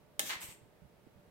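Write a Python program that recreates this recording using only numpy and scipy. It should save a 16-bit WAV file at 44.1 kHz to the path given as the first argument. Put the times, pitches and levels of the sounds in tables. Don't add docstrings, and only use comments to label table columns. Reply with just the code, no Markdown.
import sys
import numpy as np
from scipy import signal
from scipy.fft import rfft, irfft
from scipy.io import wavfile
from scipy.ndimage import uniform_filter1d

SR = 44100
rng = np.random.default_rng(int(sys.argv[2]) if len(sys.argv) > 2 else 0)


def generate_wav(sig):
    pcm = np.round(np.clip(np.atleast_2d(sig).T, -1, 1) * 32767).astype(np.int16)
    wavfile.write(sys.argv[1], SR, pcm)


N = 57330


def undb(db):
    return 10 ** (np.asarray(db) / 20)


def unit(x):
    return x / np.sqrt(np.mean(x ** 2))


def curve(points, hz):
    point_hz, value = np.array(points, float).T
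    return np.interp(np.log(np.maximum(hz, 1)), np.log(point_hz), value)


def bins():
    return np.arange(N // 2 + 1) * SR / N


def colour(x, points):
    return irfft(rfft(x) * undb(curve(points, bins())), N)


def balance(x, points):
    db = curve(points, bins())
    left_right = undb(np.array([db, -db]) / 2)
    return irfft(rfft(x) * left_right, N)


def pair(likeness):
    likeness = np.clip(likeness, -1, 1)
    mid, side = rfft(rng.standard_normal((2, N)))
    mid = mid * np.sqrt((1 + likeness) / 2)
    side = side * np.sqrt((1 - likeness) / 2)
    return irfft(np.array([mid + side, mid - side]), N)


def walk(rate):
    step = int(SR / rate)
    stairs = np.repeat(rng.standard_normal(N // step + 1), step)
    return unit(uniform_filter1d(stairs, step)[:N])


def decay(t, t60):
    return np.exp(-np.log(1000) * t / t60)


def envelope(start, attack, hold, t60, db):
    t = np.arange(N) / SR - start
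    rise = np.clip(t / attack, 0, 1)
    return undb(db) * rise * decay(np.maximum(t - attack - hold, 0), t60)


def ring(modes, start=0):
    t = np.maximum(np.arange(N) / SR - start, 0)
    return sum(undb(db) * decay(t, t60) * np.sin(2 * np.pi * hz * t) for hz, db, t60 in modes)


def convolve(x, response):
    return signal.fftconvolve(x, response, axes=-1)[:, :N]


# start in seconds, attack in seconds, hold in seconds, t60 in seconds, level in dB before colour.
HARD_CONTACT = (.1939, .0002, .0006, .003, -15)
# frequency in Hz, gain in dB.
SNAP_COLOUR = [(60, -38), (170, -20), (450, -24), (680, -16), (1000, -15), (1730, -12), (2400, -9),
               (3050, -1.5), (3800, -5.5), (4500, -11.5), (5300, -7.5), (7000, -4), (9500, -11),
               (11200, -12), (12400, -9), (13300, -4), (14200, -10), (15500, -12)]
# frequency in Hz, level in dB relative to the ring, t60 in seconds.
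SWITCH_MODES = [(630, -6.5, .095), (813, -7, .09), (1185, -13, .11), (1293, -13, .16), (1765, -5, .12),
                (2127, -10, .09), (2880, -3, .04), (3050, -4, .04), (3180, -5, .06), (3550, -10, .05),
                (3895, -7, .08), (6950, -3, 0.031), (8100, -7, 0.035), (13300, -6, .02)]
SNAP_S, SNAP_DB = .1937, -17.5
SNAP_ATTACK_S, SNAP_HOLD_S, SNAP_T60_S = .0004, .00067, .038
RING_DB = -34


def snap():
    crack_shape = envelope(SNAP_S, SNAP_ATTACK_S, SNAP_HOLD_S, SNAP_T60_S, SNAP_DB)
    shape = envelope(*HARD_CONTACT) + crack_shape
    crack = colour(pair(likeness=.2) * shape, SNAP_COLOUR)
    low_cut = signal.butter(2, 400, "highpass", fs=SR, output="sos")
    body = signal.sosfilt(low_cut, ring(SWITCH_MODES, SNAP_S + SNAP_ATTACK_S))
    return crack + undb(RING_DB) * body


GRAINS_PER_S, GRAIN_SPREAD_DB, RUB_LIKENESS = 2500, 3.3, .2


def rub(strokes, points, rough):
    slip_times = rng.random(N) < GRAINS_PER_S / SR
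    slips = slip_times * undb(GRAIN_SPREAD_DB * rng.standard_normal(N))
    hiss = pair(RUB_LIKENESS)
    contact = hiss + rough * unit(slips * pair(RUB_LIKENESS))
    return unit(colour(contact, points)) * sum(envelope(*row) for row in strokes)


def ring_along(friction, modes, db):
    ringing = unit(convolve(friction, ring(modes)[None]))
    return friction + undb(db) * np.std(friction) * ringing


# start in seconds, attack in seconds,
# hold in seconds, t60 in seconds, level in dB before the room.
SLIDES = [(.205, 0.011, .032, .15, -50.8), (.246, .021, .035, .16, -43.6)]
# frequency in Hz, gain in dB.
SLIDE_COLOUR = [(100, -20), (500, -12), (1000, -7), (1500, -6), (3200, 1), (4500, -6.5), (6200, 2),
                (8500, -3), (10000, -7.5), (12800, -1.5), (15500, -8)]


def slide():
    return rub(SLIDES, SLIDE_COLOUR, rough=.54)


# start in seconds, attack in seconds, hold in seconds,
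# t60 in seconds, level in dB before chatter and room.
SCRAPES = [(.2905, .007, .011, .18, -36.2), (.331, 0.0026, 0.0025, 0.032, -45),
           (.353, 0.0011, 0.0023, 0.036, -49)]
# frequency in Hz, gain in dB.
SCRAPE_COLOUR = [(120, -26), (300, -15), (600, -13), (950, -5.5), (1500, -4.5), (2100, 0), (2600, -4),
                 (4200, -5), (5200, -13), (8300, -15), (10000, -23), (15000, -28)]
# frequency in Hz, level in dB relative to each other, t60 in seconds.
HOUSING_MODES = [(1022, -7, .15), (1088, -4, 0.32), (1269, -2, .25), (2050, -3, .08), (2100, 0, .18),
                 (2339, -2, .2), (2637, -4, .2), (2935, -4, .2), (3440, -5, .2), (6080, -3, .2)]
HOUSING_DB = -9
CHATTER_DB, CHATTER_PER_S = 1.2, 400


def housing():
    chatter = undb(CHATTER_DB * walk(CHATTER_PER_S))
    scrape = rub(SCRAPES, SCRAPE_COLOUR, rough=1.1) * chatter
    return ring_along(scrape, HOUSING_MODES, HOUSING_DB)


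# start in seconds, attack in seconds, hold in seconds, t60 in seconds,
# level in dB before the treble change and the room, treble gain in dB.
BRUSHES = [(.396, .025, .016, .18, -44.3, 0), (.453, .033, .026, .16, -51.7, -5)]
# frequency in Hz, gain in dB.
BRUSH_COLOUR = [(100, -18), (280, -4), (650, -9), (950, 0), (1350, -5), (2050, 2), (3000, .5), (4700, -7),
                (6800, -4.5), (7500, 1), (8500, 4), (9400, -6), (12700, 0), (15500, -9)]
# frequency in Hz, level in dB relative to each other,
# t60 in seconds.
STRAP_MODES = [(7310, -3, .3), (7490, -2, .3), (7700, -2, .3), (8190, 0, .35), (8340, 0, .35),
               (8600, -3, .35)]
STRAP_DB = -10
TREBLE_FROM_HZ, TREBLE_FULL_HZ = 9000, 12000


def brush():
    hiss = 0
    for *stroke, treble_db in BRUSHES:
        friction = rub([stroke], BRUSH_COLOUR, rough=.7)
        hiss = hiss + colour(friction, [(TREBLE_FROM_HZ, 0), (TREBLE_FULL_HZ, treble_db)])
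    return ring_along(hiss, STRAP_MODES, STRAP_DB)


PORT_LAG_S = .00033


def ports(x):
    half_lags = PORT_LAG_S / 2 * np.array([[1], [-1]])
    return irfft(rfft(x) * np.exp(-2j * np.pi * bins() * half_lags), N)


ROOM_DB, ROOM_BUILD_S = -5.3, .0033
ROOM_LOW_T60_S, ROOM_HIGH_T60_S = .5, .25
ROOM_BASS_LIKENESS, ROOM_LIKE_HZ = .7, 600


def room(x):
    t, response = np.arange(N) / SR, 0
    centres = np.geomspace(125, 16000, 8)
    t60s = np.linspace(ROOM_LOW_T60_S, ROOM_HIGH_T60_S, len(centres))
    noise = rfft(pair(ROOM_BASS_LIKENESS / (1 + (bins() / ROOM_LIKE_HZ) ** 2)))
    for share, t60 in zip(np.eye(len(centres)), t60s):
        band = irfft(noise * curve(list(zip(centres, share)), bins()), N)
        response = response + band * decay(t, t60)
    response = response * np.clip(t / ROOM_BUILD_S, 0, 1)
    return x + undb(ROOM_DB) * convolve(x, unit(response) / np.sqrt(N))


# start in seconds, attack in seconds, hold in seconds,
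# t60 in seconds, level in dB.
PANEL_BOOM = (.195, .010, .014, .45, -51.5)
# frequency in Hz, gain in dB.
PANEL_COLOUR = [(70, -30), (130, -14), (185, 0), (260, -1), (370, -13), (600, -12), (1000, -22),
                (3000, -50)]


def panel():
    return unit(colour(pair(likeness=.8), PANEL_COLOUR)) * envelope(*PANEL_BOOM)


# start in seconds, attack in seconds, hold in seconds,
# t60 in seconds, level in dB before the left-right lean.
BUMPS = [(0.181, 0.0061, 0.0037, .05, -61), (0.352, 0.0043, .012, 0.13, -61),
         (0.436, 0.0034, 0.0044, .07, -55), (0.484, 0.0026, 0.0068, .12, -57),
         (0.613, 0.0048, 0.021, 0.1, -61), (.812, .012, .025, .14, -61), (1.063, 0.0059, .004, 0.036, -56),
         (1.154, .005, 0.036, 0.13, -65), (1.274, 0.0027, 0.0073, .06, -61)]
# frequency in Hz, gain in dB.
BUMP_COLOUR = [(25, -12), (60, -3), (110, -0.5), (220, -4), (350, -17), (900, -29), (3000, -63)]
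BUMP_PAN_DB = -10


def bumps():
    thud = unit(colour(pair(likeness=.42), BUMP_COLOUR)) * sum(envelope(*row) for row in BUMPS)
    return thud * undb(np.array([[BUMP_PAN_DB], [-BUMP_PAN_DB]]) / 2)


# frequency in Hz, gain in dB.
AIR_COLOUR = [(15, -44), (25, -15.5), (104, -5), (183, -3.5), (267, -11), (445, -6.5), (552, -12),
              (598, -9.5), (826, -15), (895, -12.5), (1020, -18.5), (1300, -19.5), (2230, -23),
              (6730, -34.5), (15500, -33)]
# frequency in Hz, left relative to right in dB.
AIR_BALANCE = [(30, -8), (70, -8), (150, -2), (400, -3.5), (15000, -0.5)]
AIR_DB, AIR_LIKENESS, AIR_LIKE_HZ = -63.8, .55, 1200
HUM_HZ, HUM_DB = 587.6, -76.5


def air():
    noise = colour(pair(AIR_LIKENESS / (1 + (bins() / AIR_LIKE_HZ) ** 2)), AIR_COLOUR)
    hum_hz = HUM_HZ * (1 + .0031 * walk(11.86))
    hum = np.sin(2 * np.pi * np.cumsum(hum_hz) / SR) * undb(3.4 * walk(8.7))
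    return undb(AIR_DB) * unit(balance(noise, AIR_BALANCE)) + undb(HUM_DB) * unit(hum)


# frequency in Hz, left relative to right in dB.
MIC_BALANCE = [(200, -4), (1200, 0.5), (4000, -0.5), (8000, 0.5), (12000, 3.5), (15000, 4)]


def scene():
    at_switch = snap() + slide() + housing() + brush()
    in_room = balance(room(ports(at_switch)), MIC_BALANCE)
    return in_room + panel() + bumps() + air()


TOP_HZ = 15800


def record(dry):
    top_cut = signal.ellip(10, .2, 70, TOP_HZ, fs=SR, output="sos")
    return signal.sosfilt(top_cut, dry)


dry = scene()
out = record(dry)
generate_wav(out)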